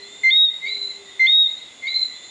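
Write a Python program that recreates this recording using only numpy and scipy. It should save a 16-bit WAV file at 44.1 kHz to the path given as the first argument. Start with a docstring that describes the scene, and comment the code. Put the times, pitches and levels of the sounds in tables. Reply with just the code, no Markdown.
"""Night in a garden: far frogs call throughout, blurred by foliage, over hiss, a distant chorus and an insect's buzz.
A far hum wavers from the start and dies away in the second half; it is a sine with moving pitch and level.
Soon a tree frog on a leaf near the microphone whistles: a low note flicks up into a high, rising one.
A neighbour with a higher top note answers, then both repeat; the whistles are swept sines sent through scattered echoes.
The recorder's gain ducks under the loudest whistles."""
import sys
import numpy as np
from scipy import signal
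from scipy.fft import rfft, irfft
from scipy.io import wavfile
from scipy.ndimage import uniform_filter1d

SR = 44100
rng = np.random.default_rng(int(sys.argv[2]) if len(sys.argv) > 2 else 0)


def output_pcm(signal):
    """Save a mono or channel-first signal as 16-bit PCM at the path in sys.argv[1].

    Samples are clipped to [-1, 1] before scaling.
    """
    pcm = np.clip(np.atleast_2d(signal).T, -1, 1) * 32767
    wavfile.write(sys.argv[1], SR, np.round(pcm).astype(np.int16))


N = 101429


def from_db(db):
    """Decibels to gain."""
    return 10 ** (np.asarray(db) / 20)


def rms_one(x):
    """Scale to unit power."""
    return x / np.sqrt(np.mean(x ** 2) + 1e-20)


def in_time(rows):
    """Join (t/s, value) points by straight lines."""
    return np.interp(np.arange(N) / SR, *np.transpose(rows))


def add(out, start_s, x):
    """Mix x into out from start_s, which may lie before the start."""
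    i = int(round(start_s * SR))
    x = x[max(-i, 0):max(len(out) - i, 0)]
    out[max(i, 0):max(i, 0) + len(x)] += x


def resonate(x, hz, width_hz):
    """A two-pole resonance applied twice, for steep skirts."""
    r = np.exp(-np.pi * width_hz / SR)
    gain = (1 - r * r) / 2
    section = [gain, 0, -gain, 1, -2 * r * np.cos(2 * np.pi * hz / SR), r * r]
    return signal.sosfilt([section, section], x)


def smooth(x, seconds):
    """One-pole lag."""
    r = np.exp(-1 / (seconds * SR))
    return signal.lfilter([1 - r], [1, -r], x)


def drift(seconds):
    """Slow random wandering with spread 1."""
    noise = rng.standard_normal(N + SR)
    return rms_one(smooth(smooth(noise, seconds), seconds)[SR:])


def night_air():
    """Soft, even outdoor hiss: noise coloured in the spectrum."""
    # colour of the hiss: f/Hz, relative level/dB
    air_colour = [(25, -23.5), (70, -10), (140, -9.5), (270, -1.5), (350, -3), (600, -3.5), (1000, -6),
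                  (1600, -8.5), (2800, -4.5), (5000, -13.5), (8500, -16.5), (10800, -25.5)]
    air_db = -50
    hz, db = np.transpose(air_colour)
    bin_hz = np.arange(N // 2 + 1) * SR / N
    colour = from_db(np.interp(np.log(bin_hz + 1), np.log(hz), db))
    return from_db(air_db) * rms_one(irfft(rfft(rng.standard_normal(N)) * colour, N))


def chorus():
    """Countless distant frogs and insects merge into narrow bands of noise."""
    # bands of the distant chorus: f/Hz, width of each filter pass/Hz, level/dB
    chorus_bands = [(2067, 140, -53.5), (3600, 490, -53.5), (4020, 730, -57), (7020, 320, -62)]
    out = np.zeros(N)
    for hz, width_hz, db in chorus_bands:
        out += from_db(db) * rms_one(resonate(rng.standard_normal(N), hz, width_hz))
    return out


def far_hum():
    """A faint low tone, one sine, wavers and dies away."""
    # glide of the hum: t/s, f/Hz
    hum_pitch = [(0, 397.5), (.2, 412.5), (.35, 422), (.6, 413), (.8, 400.5), (1.0, 399.5), (1.45, 377)]
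    # wavering of the hum, before the closing fade: t/s, level/dB
    hum_level = [(0.0, -48), (0.152, -57.5), (0.176, -77), (0.222, -51.5), (0.27, -64.5), (0.346, -52),
                 (0.402, -69), (0.436, -53.5), (0.608, -78.5), (0.63, -57.5), (0.856, -47.5), (0.92, -58),
                 (1.012, -47), (1.126, -61.5), (1.182, -50.5), (1.364, -88), (1.388, -62), (1.45, -77)]
    fade = np.clip((hum_level[-1][0] - np.arange(N) / SR) * 20, 0, 1)
    phase = 2 * np.pi * np.cumsum(in_time(hum_pitch)) / SR
    return np.sqrt(2) * fade * from_db(in_time(hum_level)) * np.sin(phase)


def insect():
    """A very regular, slowly easing train of wing strokes rings three high resonances."""
    # pace of the wings: t/s, pulses per second
    stroke_rate = [(0, 136.15), (.6, 135.65), (1.2, 135.3), (2.3, 134.75)]
    # resonances: f/Hz, width of each filter pass/Hz, relative level at start/dB, at end/dB
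    body_resonances = [(6620, 230, -8.5, -3), (6942, 300, -2.5, -1), (7300, 330, 1.5, -2.5)]
    # slow swell of the buzz: t/s, relative level/dB
    buzz_swell = [(0, -0.5), (.2, 3.5), (.55, -3), (1.1, 1), (1.55, -2.5), (1.85, -0.5), (2.3, 2)]
    buzz_db, jitter_s, waver_db = -53, .000004, -1.7
    place = dict(reflections=[], direct_db=-7, early_db=-9, late_db=-5, early_t60=0.14, late_t60=1)

    strokes = np.cumsum(in_time(stroke_rate)) / SR
    at = np.interp(np.arange(1, int(strokes[-1])), strokes, np.arange(N))
    at = np.clip(at + jitter_s * SR * rng.standard_normal(len(at)), 0, N - 2)
    # share each click between two samples, to place it between them
    clicks, i = np.zeros(N), at.astype(int)
    clicks[i], clicks[i + 1] = 1 - at % 1, at % 1

    wings = np.zeros(N)
    for k, (hz, width_hz, start_db, end_db) in enumerate(body_resonances):
        level = from_db(np.linspace(start_db, end_db, N) + waver_db * drift(0.03))
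        polarity = (-1) ** k
        wings += polarity * level * resonate(clicks + 1e-18, hz, width_hz)
    return from_db(buzz_db + in_time(buzz_swell)) * rms_one(foliage(wings, place)[:N])


def foliage(x, place):
    """The direct sound, scatter from near leaves, a longer tail from the trees and one far echo."""
    reflections_per_s, first_reflection_s = 660, 0.0039
    echo_s, echo_db, echo_spread_s = .235, -33.5, 0.023
    t = np.arange(SR) / SR
    response = np.zeros(SR)
    for stage in ("early", "late"):
        present = (rng.random(SR) < reflections_per_s / SR) * (t > first_reflection_s)
        hits = rng.standard_normal(SR) * present
        scatter = hits * from_db(-60 * t / place[stage + "_t60"])
        energy = np.sum(scatter ** 2)
        response += from_db(place[stage + "_db"]) * scatter / np.sqrt(energy + 1e-20)
    response[0] += from_db(place["direct_db"])
    for delay_s, db in place["reflections"]:
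        response[int(delay_s * SR)] += from_db(db)
    # the far echo is smeared in time
    echo = rng.standard_normal(SR) * np.exp(-t / echo_spread_s)
    add(response, echo_s, from_db(echo_db) * echo / np.sqrt(np.sum(echo ** 2)))
    return signal.fftconvolve(x, response)


def wobble(count, frog):
    """Quick random unsteadiness of pitch, in Hz."""
    time_scale_s = 0.0009
    noise = rng.standard_normal(count)
    return frog["wobble_hz"] * rms_one(smooth(smooth(noise, time_scale_s), time_scale_s))


def low_note(hz, length_s, frog):
    """A steady whistle that swells, then strains, splits and flicks upward as it stops."""
    # levels of harmonics 2 to 5, relative to the fundamental: level/dB
    overtones_db = [-20, -34.5, -54.5, -51.5]
    attack_s, release_s = .002, .0035
    strain_db, strain_s = 17.5, .005  # lift of the second harmonic just before and after the jump
    undertone_db, undertone_s = -20, .008
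    t = np.arange(SR // 2) / SR
    flick = .5 + .5 * np.tanh((t - length_s) / frog["flick_s"])
    pitch = hz + frog["flick_hz"] * flick + wobble(len(t), frog)
    phase = 2 * np.pi * np.cumsum(pitch) / SR

    swell = from_db(-frog["low_swell_db"] * np.exp(-t / frog["swell_s"]))
    release = .5 - .5 * np.tanh((t - length_s) / release_s)
    level = (1 - np.exp(-t / attack_s)) * swell * release

    strain = strain_db * np.exp(-((t - length_s - strain_s / 2) / strain_s) ** 2)
    voice = np.sin(phase)
    for k, db in enumerate(overtones_db, 2):
        voice += from_db(db + strain * (k == 2)) * np.sin(k * phase)
    # the voice splits: a partial at one and a half times the pitch grows towards the jump
    split = np.exp(np.minimum(t - length_s, 0) / undertone_s) * np.sin(1.5 * phase)
    return np.sqrt(2) * level * (voice + from_db(undertone_db) * split)


def snap():
    """A brief rough burst of band-limited noise where the voice breaks upward."""
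    low_hz, high_hz, peak_s = 2460, 4350, 0.0033
    t = np.arange(SR // 10) / SR
    burst = 2 * rng.standard_normal(len(t)) * t / peak_s * np.exp(1 - t / peak_s)
    band = signal.butter(8, [low_hz, high_hz], "band", fs=SR, output="sos")
    return signal.sosfilt(band, burst)


def high_note(hz, length_s, frog):
    """A whistle that leaps up, creeps to its top pitch, and sags as the air runs out."""
    attack_s, release_s, rise_s, scoop_s = .003, 0.0059, 0.0066, .034
    sag_s, fade_db, peak_share = .045, 11, 0.67  # the swell ends at this share of the length
    t = np.arange(SR // 2) / SR
    spent = np.clip((t - length_s + sag_s) / sag_s, 0, 1)
    pitch = hz - frog["rise_hz"] * np.exp(-t / rise_s)
    pitch = pitch - frog["scoop_hz"] * np.exp(-t / scoop_s) - frog["sag_hz"] * spent
    # half as unsteady as the low note
    phase = 2 * np.pi * np.cumsum(pitch + wobble(len(t), frog) / 2) / SR

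    swell_db = -frog["high_swell_db"] * np.maximum(1 - t / (peak_share * length_s), 0)
    attack = (1 - np.exp(-t / attack_s)) ** 2
    release = np.exp(-np.maximum(t - length_s, 0) / release_s)
    level = from_db(swell_db - fade_db * spent) * attack * release
    return np.sqrt(2) * level * np.sin(phase)


def frog_calls(calls, frog):
    """Each call is a low note snapping into a high one, heard through the foliage."""
    lead_s = 1  # calls may start this long before time zero
    out = np.zeros(N + lead_s * SR)
    for start_s, low_hz, low_s, low_db, high_hz, high_s, high_db in calls:
        call = from_db(low_db) * low_note(low_hz, low_s, frog)
        add(call, low_s, from_db(low_db + frog["snap_db"]) * snap())
        add(call, low_s, from_db(high_db) * high_note(high_hz, high_s, frog))
        add(out, lead_s + start_s, call)
    return foliage(out, frog)[lead_s * SR:][:N]


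# Each frog's settings: _hz in Hz, _s and _t60 in seconds, _db in dB; the last lines describe its place.
def far_frogs():
    """Frogs far off, and the tail of the neighbour's call from just before the start: scattered sound outweighs
    the direct, which blurs their calls."""
    # calls before foliage: t/s, low f/Hz, low length/s, low level/dB, high f/Hz, high length/s, high level/dB;
    # the first row is the neighbour's call from before the start, heard blurred like the far ones
    far_calls = [(-.25, 2110, 0.042, -32.5, 4120, 0.21, -34.5), (-.03, 1990, 0.064, -41, 3600, 0.17, -35),
                 (.44, 1975, .07, -44, 3480, 0.13, -54.5), (.87, 2020, 0.1, -53, 3688, .19, -42.5),
                 (1.05, 1980, 0.063, -41.5, 3600, 0.15, -38), (1.36, 2085, 0.055, -67, 4130, 0.14, -39.5),
                 (1.52, 1960, 0.062, -63.5, 3470, 0.27, -43.5),
                 (2.075, 1985, 0.051, -39.5, 3590, 0.33, -36)]
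    frog = dict(
        low_swell_db=7, swell_s=0.016, flick_hz=80, flick_s=.005, wobble_hz=25.8, snap_db=-24,
        high_swell_db=9, rise_hz=294, scoop_hz=224, sag_hz=80.6,
        reflections=[], direct_db=-7.5, early_db=-6.5, late_db=-7.5, early_t60=.45, late_t60=1)
    return frog_calls(far_calls, frog)


def neighbour_frog():
    """A frog some way off answers with a higher top note, its level swelling and dipping."""
    # calls before foliage: t/s, low f/Hz, low length/s, low level/dB, high f/Hz, high length/s, high level/dB
    neighbour_calls = [(.618, 2094, .050, -19.5, 4066, 0.18, -23),
                       (1.821, 2092, .050, -17.5, 4103, 0.18, -19.5)]
    # distinct reflections off the ground and nearby plants: delay t/s, level/dB
    neighbour_reflections = [(.011, -10.5), (.027, -11.5), (.046, -16.5), (.074, -11.5), (.108, -16.5)]
    # swells and dips of the answers: t/s, relative level/dB
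    answer_swell = [(.69, 1.5), (.72, -1.5), (.79, 2), (.808, -5), (.82, 1), (.92, 2), (1.0, -2.5),
                    (1.82, -0.5), (1.89, 1), (1.915, -5), (1.95, 1), (1.957, 0), (2.03, 2), (2.1, -4),
                    (2.3, -3.5)]
    frog = dict(
        low_swell_db=18, swell_s=.035, flick_hz=330, flick_s=.007, wobble_hz=22, snap_db=-19,
        high_swell_db=4.5, rise_hz=400, scoop_hz=269, sag_hz=212.7,
        reflections=neighbour_reflections, direct_db=-3,
        early_db=-6, late_db=-9.5, early_t60=0.61, late_t60=.85)
    return from_db(in_time(answer_swell)) * frog_calls(neighbour_calls, frog)


def near_frog():
    """The frog on the leaf, close to the microphone: direct sound well above its reflections."""
    # calls before foliage: t/s, low f/Hz, low length/s, low level/dB, high f/Hz, high length/s, high level/dB
    near_calls = [(.234, 2085, .068, -11, 3788, 0.19, -6.5), (1.194, 2083, .070, -10.5, 3778, .206, -6.5)]
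    # distinct reflections off the ground and nearby plants: delay t/s, level/dB
    near_reflections = [(.00815, -21.5), (.0139, -19.5), (.0211, -25), (.03115, -19), (.0451, -21.5),
                        (.0628, -23.5)]
    frog = dict(
        low_swell_db=7, swell_s=.018, flick_hz=170, flick_s=0.0042, wobble_hz=6.2, snap_db=-16.5,
        high_swell_db=8, rise_hz=516, scoop_hz=218, sag_hz=128,
        reflections=near_reflections, direct_db=-1,
        early_db=-21, late_db=-18.5, early_t60=0.41, late_t60=0.57)
    return frog_calls(near_calls, frog)


def scene():
    """Frogs near and far over the night background."""
    background = night_air() + chorus() + far_hum() + insect()
    frogs = far_frogs() + neighbour_frog() + near_frog()
    return (background + frogs)[None]


def record(dry):
    """Gain control ducks quickly under loud whistles and recovers slowly; the top is cut."""
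    threshold_db, attack_s, release_db_per_s = -12.5, 0.0021, 64
    level_db = 10 * np.log10(uniform_filter1d(dry[0] ** 2, size=128) + 1e-12)
    excess_db = np.maximum(level_db - threshold_db, 0)
    # hold the largest excess while it recovers at a steady rate
    recovery_db = release_db_per_s * np.arange(N) / SR
    duck_db = np.maximum.accumulate(excess_db + recovery_db) - recovery_db
    ducked = dry * from_db(-smooth(duck_db, attack_s))
    low_pass = signal.ellip(12, .1, 80, 10900, fs=SR, output="sos")  # passband edge in Hz
    return signal.sosfilt(low_pass, ducked)


dry = scene()
out = record(dry)
output_pcm(out)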